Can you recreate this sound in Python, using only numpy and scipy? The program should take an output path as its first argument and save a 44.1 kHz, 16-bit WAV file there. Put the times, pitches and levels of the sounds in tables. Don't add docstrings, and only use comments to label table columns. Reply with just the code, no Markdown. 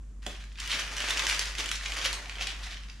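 import sys
import numpy as np
from scipy import signal
from scipy.fft import rfft, irfft
from scipy.io import wavfile
from scipy.ndimage import uniform_filter1d

SR = 44100
rng = np.random.default_rng(int(sys.argv[2]) if len(sys.argv) > 2 else 0)


def master(y):
    cut = np.clip(np.atleast_2d(y).T, -1, 1)
    pcm = np.round(cut * 32767)
    wavfile.write(sys.argv[1], SR, pcm.astype(np.int16))


def ratio_of_db(decibels):
    return 10 ** (np.asarray(decibels, float) / 20)


N = 132300
SCATTER = 0.2

# f/Hz, level/dB rms
HUM_LINES = [(49.1, -42), (100, -104), (135, -69.5), (200, -67.5), (250, -71)]
# f/Hz, density/dB per Hz
AIR_SPECTRUM = [(41, -41), (70, -7.5), (108, -9.5), (254, -19.5), (840, -41.5), (1030, -35), (3820, -52),
                (7190, -40.5), (15500, -66)]
# f/Hz, t60/s
KITCHEN_T60 = [(300, 0.3), (1500, 0.45), (5000, 0.38), (12000, 0.28)]
# f/Hz, density/dB per Hz
COUNTER_SPECTRUM = [(100, -9.5), (170, 2.5), (350, 4), (750, -1.5), (1100, -10), (3000, -28.5)]
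# t/s, level/dB, rise/s, t60/s
THUMPS = [
    (0.263, -35, 0.0012, 0.1),
    (.72, -42, 0.03, 0.23),
    (1.0, -51, .01, 0.36),
    (1.09, -56, 0.014, 0.12),
    (1.586, -45, 0.0049, 0.32),
    (1.97, -57, 0.021, 0.16),
    (2.41, -58, .01, 0.61),
]
# t/s, peak/dB, ring f/Hz
PATS = [(.2645, -37.5, 258), (.2645, -37.5, 423), (.2645, -36, 592), (.2645, -38, 730), (.294, -38.5, 595),
        (2.055, -31.5, 538), (2.129, -33.5, 950), (2.265, -40, 735), (2.41, -33, 746), (2.474, -42, 782),
        (2.663, -42.5, 750), (2.715, -46.5, 717)]
# f/Hz, density/dB per Hz
PAPER_SPECTRUM = [(200, -31.5), (600, -16), (1000, -5), (1700, 0), (3100, 0.5), (6800, -6), (8500, -13),
                  (15500, -26.5)]
# f/Hz, density/dB per Hz
FLEX_SPECTRUM = [(120, -26), (300, 0), (600, 1.5), (1000, 0), (2000, -1.5), (5000, -30.5)]
# t/s, peak/dB, ring f/Hz, treble/dB
SNAPS = [(0.2648, -21, 3500, -20), (0.599, -30, 3080, -15), (0.9667, -22, 1920, -17),
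         (1.0036, -19, 1720, -24), (1.1064, -17, 3710, -18), (1.1727, -16, 2430, -20),
         (1.1937, -14, 2380, -24), (1.2211, -22, 1910, -22), (1.2675, -15, 3000, -21),
         (1.2968, -12, 3000, -21), (1.3927, -12, 5030, -16), (1.5514, -23, 2150, -21),
         (1.5833, -21, 3480, -20), (1.6901, -21, 3350, -15), (1.7145, -16, 2250, -19),
         (1.9205, -19, 2780, -24), (2.1291, -16, 4000, -16), (2.2957, -22, 2400, -23),
         (2.4219, -21, 3120, -21), (2.4703, -18, 4000, -21)]
# t/s, peak/dB, ring f/Hz, treble/dB
TICKS = [(0.2222, -44, 4500, -30), (0.4393, -35, 2800, -23), (0.5258, -46, 10000, -28),
         (0.5556, -37.5, 2640, -37), (0.6755, -24.5, 3170, -16), (0.7160, -20.5, 2960, -24),
         (0.7484, -28.5, 2830, -21), (0.792, -21, 2460, -24), (0.9814, -19.5, 1770, -20),
         (1.0454, -30, 1720, -17), (1.0858, -19.5, 2850, -27), (1.0964, -23, 2520, -15),
         (1.1783, -22, 6000, -21), (1.3456, -20.5, 3200, -22), (1.4554, -25.5, 2500, -14),
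         (1.6048, -22.5, 2260, -21), (1.6588, -22.5, 2880, -15), (1.8591, -20, 3380, -31),
         (1.9713, -25, 1310, -19), (2.0142, -25, 3330, -33), (2.1412, -25.5, 3100, -9),
         (2.2853, -42, 3970, -23), (2.3545, -32, 3260, -29), (2.4098, -20.5, 2530, -29),
         (2.7706, -31.5, 2940, -32), (2.8347, -36.5, 2850, -24), (2.898, -31.5, 4740, -43)]
# t/s, peak/dB, ring f/Hz, treble/dB
FLICKS = [(0.5173, -45, 2700, -30), (0.5746, -39, 4500, -31), (0.5861, -33, 2000, -30),
          (0.6174, -29.5, 1910, -22), (0.6515, -28, 3220, -22), (0.7962, -24, 5960, -17),
          (0.8201, -29, 2770, -29), (1.2541, -24, 5500, -30), (1.2905, -21.5, 11000, -14),
          (1.641, -25.5, 2230, -19), (1.8105, -29.5, 1790, -24), (2.0443, -22, 6000, -17),
          (2.0505, -20, 2840, -18), (2.0585, -20, 3200, -15), (2.2576, -31, 2840, -31),
          (2.3839, -27.5, 2460, -25), (2.3947, -29, 2630, -24), (2.4274, -35, 2930, -18),
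          (2.71, -38, 5500, -30), (2.8858, -38, 3700, -31)]
# centre t/s, length/s, level/dB, ring f/Hz, ring level/dB
CRUSHES = [(0.31, 0.044, -49, 2500, -11), (0.351, .015, -52, 2700, 2.5), (0.408, 0.029, -54.5, 2450, 1),
           (0.586, 0.033, -50.5, 1810, 1), (0.603, 0.0092, -44.5, 7500, 12.5),
           (0.63, 0.093, -49.5, 2890, 0), (0.71, 0.06, -35.5, 2870, -3.5), (0.746, 0.023, -37.5, 3520, -5),
           (.77, 0.022, -40, 2800, -13), (0.799, 0.028, -34.5, 2700, -9), (1.028, 0.17, -39.5, 2360, -1.5),
           (1.107, 0.02, -33.5, 3050, -5), (1.195, 0.012, -39, 2640, -6), (1.276, 0.041, -38, 2570, -11),
           (1.312, 0.064, -32.5, 2500, -16), (1.416, 0.029, -33, 3450, -26), (1.476, 0.047, -40, 2840, -14),
           (1.594, 0.047, -33.5, 2380, -9), (1.723, 0.02, -41, 3000, -13), (1.756, 0.02, -39.5, 6000, 4.5),
           (1.847, 0.055, -39.5, 2920, -7), (1.976, 0.038, -34, 2480, -5.5), (2.023, 0.036, -39, 2900, 2),
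           (2.056, 0.029, -29, 3150, -2.5), (2.137, 0.012, -38, 2500, 0), (2.314, 0.033, -53, 2800, 7),
           (2.419, 0.052, -40, 2730, -8), (2.434, 0.018, -47, 3000, -3), (2.496, 0.061, -44.5, 2870, 5),
           (2.641, 0.028, -47, 4050, 3.5), (2.669, 0.04, -47, 2000, -2), (2.722, 0.052, -48, 2700, 6)]
# t/s, rustle level/dB, dullness/0-1
EFFORT = [(0, -76, .4), (.21, -79.5, .4), (0.229, -56.5, 0), (.42, -56.5, 0), (.5, -65, 0), (.57, -62.5, 0),
          (.66, -41, 0.3), (.86, -43.5, 0.53), (.94, -42.5, 0.6), (1.04, -40, 0.84), (1.3, -36, 0.46),
          (1.53, -47, 0.54), (1.65, -42.5, 0.34), (1.8, -47, 0.2), (2.02, -38.5, 0.69), (2.22, -51, 1),
          (2.58, -51, 0.7), (3, -61, 0)]
# f/Hz, gain/dB
TREBLE_RESPONSE = [(3200, 0), (4100, -2), (5200, 0), (8800, -1), (10500, 1.5), (11500, -2), (13500, -6),
                   (15700, -13)]


def evened(x):
    return x / np.sqrt(np.mean(x ** 2) + 1e-20)


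def read(points, hz):
    f, value = np.transpose(points)
    return np.interp(np.log(hz + 1), np.log(f + 1), value)


def colour(x, points):
    log_gain = np.log(ratio_of_db(read(points, abs(np.fft.fftfreq(4096, 1 / SR)))))
    taps = np.fft.ifft(np.exp(np.conj(signal.hilbert(log_gain)))).real[:2048]
    taps = taps.reshape((1,) * (x.ndim - 1) + (-1,))
    return signal.oaconvolve(x, taps, axes=-1)[..., :N]


def ring(x, hz, width_hz):
    b, a = signal.iirpeak(min(hz, SR / 3), max(hz / width_hz, 0.3), SR)
    return signal.lfilter(b, a, x)


def highpass(order, hz):
    return signal.butter(order, hz, "high", fs=SR)


def drift(rate_hz):
    t = np.arange(N) / SR
    rates_hz = np.geomspace(rate_hz / 10, rate_hz, 20)
    return evened(sum(np.sin(2 * np.pi * (f * t + rng.random())) for f in rates_hz))


def crackle(per_s, clump_db=4.5, spread_db=3):
    clumps = ratio_of_db(clump_db * evened(uniform_filter1d(rng.standard_normal(N), 200)))
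    size = ratio_of_db(spread_db * np.minimum(rng.exponential(1, N), 4))
    size = size * (rng.random(N) < clumps * per_s / SR)
    kind = rng.integers(0, 24, N)
    shapes = rng.standard_normal((24, 160))
    sides = np.linspace(-1, 1, 24)
    t = np.arange(160)
    out = np.zeros((2, N))
    for k in range(24):
        decay_samples = 5.6 + 4.6 * (k % 8)
        grain = evened(shapes[k] * np.exp(-t / decay_samples))
        train = signal.oaconvolve(size * (kind == k), grain)[:N]
        out[0] += (1 + SCATTER * sides[k]) * train
        out[1] += (1 - SCATTER * sides[k]) * np.roll(train, round(0.6 * sides[k]))
    return evened(out)


def room_tone():
    level_db = -58.5
    shared, left, right = rng.standard_normal((3, N))
    apart = 1.56 * signal.lfilter(*highpass(1, 600), np.array([left, right]))
    return ratio_of_db(level_db) * evened(colour(shared + apart, AIR_SPECTRUM))


def fridge():
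    waver_db, low_db, rumble_db = 0.7, -58.5, -55
    rumble_hz, rumble_width_hz = 50, 14
    t = np.arange(N) / SR
    lines = np.zeros(N)
    for hz, db in HUM_LINES:
        level = np.sqrt(2) * ratio_of_db(db + waver_db * drift(11))
        lines += level * np.sin(2 * np.pi * (hz * t + rng.random()))
    noise = rng.standard_normal(N)
    low = evened(ring(noise[::-1], 32, 15))
    rumble = ring(noise, rumble_hz, rumble_width_hz)
    rumble = evened(ring(rumble, rumble_hz, rumble_width_hz))
    return lines + ratio_of_db(low_db) * low + ratio_of_db(rumble_db) * rumble


def kitchen(x):
    apart_hz, apart_db = 880, -3.5
    out = np.zeros((2, N))
    turn = np.arange(N) / SR * 40 / 6
    source = x.mean(0)
    for k in range(6):
        taps = np.zeros((2, SR // 2))
        at = np.arange(80, SR // 2 - 20, 20) + rng.integers(0, 20, (2, (SR // 2 - 81) // 20))
        np.put_along_axis(taps, at, rng.choice([-1.0, 1.0], at.shape), 1)
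        hz, t, z = signal.stft(taps, SR, nperseg=128)
        decay = ratio_of_db(-60 * t / read(KITCHEN_T60, hz)[:, None])
        mid, side = signal.istft(z * decay, SR, nperseg=128)[1]
        side = ratio_of_db(apart_db) * signal.lfilter(*highpass(1, apart_hz), side)
        tail = np.array([mid + side, mid - side]) / np.linalg.norm(mid)
        distance = abs((turn - k / 6 + 0.5) % 1 - 0.5)
        share = np.cos(np.pi / 2 * np.minimum(6 * distance, 1))
        out += signal.fftconvolve((share * source)[None], tail, axes=1)[:, :N]
    return out


def knock():
    start, db, rise, t60 = np.transpose(THUMPS)
    t = np.maximum(np.arange(N)[:, None] / SR - start, 0)
    push = (ratio_of_db(db - 60 * t / t60) * np.minimum(t / rise, 1)).sum(1)
    return push * evened(colour(rng.standard_normal(N), COUNTER_SPECTRUM))


def pats():
    rise_s, t60_s = 0.0017, 0.043
    t = np.arange(6000) / SR
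    out = np.zeros(N + 6000)
    for s, db, hz in PATS:
        at = round(s * SR)
        envelope = ratio_of_db(db - 60 * t / t60_s) * (1 - np.exp(-t / rise_s))
        out[at:at + 6000] += envelope * np.sin(2 * np.pi * hz * t)
    return out[:N]


def snaps(rows):
    rise_s, fall_s, peak_s = 0.0005, 0.0017, 0.004
    after_db, after_s = -14, 0.008
    ring_db, ring_q = -7, 7
    treble_ref_db, treble_slope, thin = -22, 1.5, 0.54
    t = np.arange(1200) / SR
    out = np.zeros((2, N + 1200))
    rise = np.exp((t - peak_s) / rise_s)
    fall = np.exp((peak_s - t) / fall_s) + ratio_of_db(after_db) * np.exp(-t / after_s)
    shape = np.minimum(rise, fall)
    draws = rng.standard_normal((len(rows), 1201))
    for (s, db, hz, treble_db), draw in zip(rows, draws):
        burst = colour(shape * np.tanh(draw[1:]), PAPER_SPECTRUM)[:1200]
        burst = burst + ratio_of_db(ring_db) * ring_q ** 0.5 * ring(burst, hz, hz / ring_q)
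        treble = signal.filtfilt(*highpass(2, 6500), burst)
        burst = burst + (ratio_of_db(treble_slope * (treble_db - treble_ref_db)) - 1) * treble
        burst = signal.lfilter(*highpass(2, thin * hz), burst)
        burst = ratio_of_db(db) * burst / abs(burst).max()
        at = round((s + rise_s - peak_s) * SR)
        side = SCATTER * np.tanh(draw[0])
        out[0, at:at + 1200] += (1 + side) * burst
        out[1, at:at + 1200] += (1 - side) * np.roll(burst, round(4 * side))
    return out[:, :N]


def crushes():
    t = np.arange(N) / SR
    grains = evened(colour(crackle(3000, clump_db=2.5), PAPER_SPECTRUM))
    out = np.zeros((2, N))
    for s, length, db, hz, ring_db in CRUSHES:
        part = slice(max(int((s - 2 * length) * SR), 0), int((s + 3 * length) * SR))
        u = (t[part] - s) / length
        swell = np.exp(-(u * np.where(u < 0, 3, 2)) ** 2)
        clicks = grains[:, part]
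        ringing = ratio_of_db(ring_db) * ring(clicks, hz, 0.74 * hz)
        out[:, part] += ratio_of_db(db) * swell * (clicks + ringing)
    return out


def rustle():
    fine_per_s, flex_per_s = 2000, 900
    uneven_db, flex_db = 1.2, -3
    s, db, dull = np.transpose(EFFORT)
    t = np.arange(N) / SR
    level = ratio_of_db(np.interp(t, s, db) + uneven_db * drift(30))
    fine = evened(colour(crackle(fine_per_s), PAPER_SPECTRUM))
    flex = evened(colour(crackle(flex_per_s), FLEX_SPECTRUM))
    flex_level = ratio_of_db(flex_db + 14.4 * (np.interp(t, s, dull) - 0.92))
    return level * (fine + flex_level * flex)


def scene():
    wet_db = -3.5
    paper = rustle() + crushes() + snaps(SNAPS) + snaps(TICKS) + snaps(FLICKS)
    near = paper + knock() + pats()
    return near + ratio_of_db(wet_db) * kitchen(near) + fridge() + room_tone()


def band_limit(x):
    return signal.sosfilt(signal.butter(12, 15710, fs=SR, output="sos"), x)


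def record(dry):
    left_lag_samples, edge_hz = 0.4, 15710
    hz = np.fft.rfftfreq(N, 1 / SR)
    lag = np.array([[left_lag_samples], [0]])
    delay = np.exp(-2j * np.pi * hz / SR * lag)
    band = np.clip((edge_hz - hz) / 60, 0, 1)
    mix = irfft(rfft(dry) * delay * band * ratio_of_db(read(TREBLE_RESPONSE, hz)), N)
    return band_limit(mix)


dry = scene()
out = record(dry)
master(out)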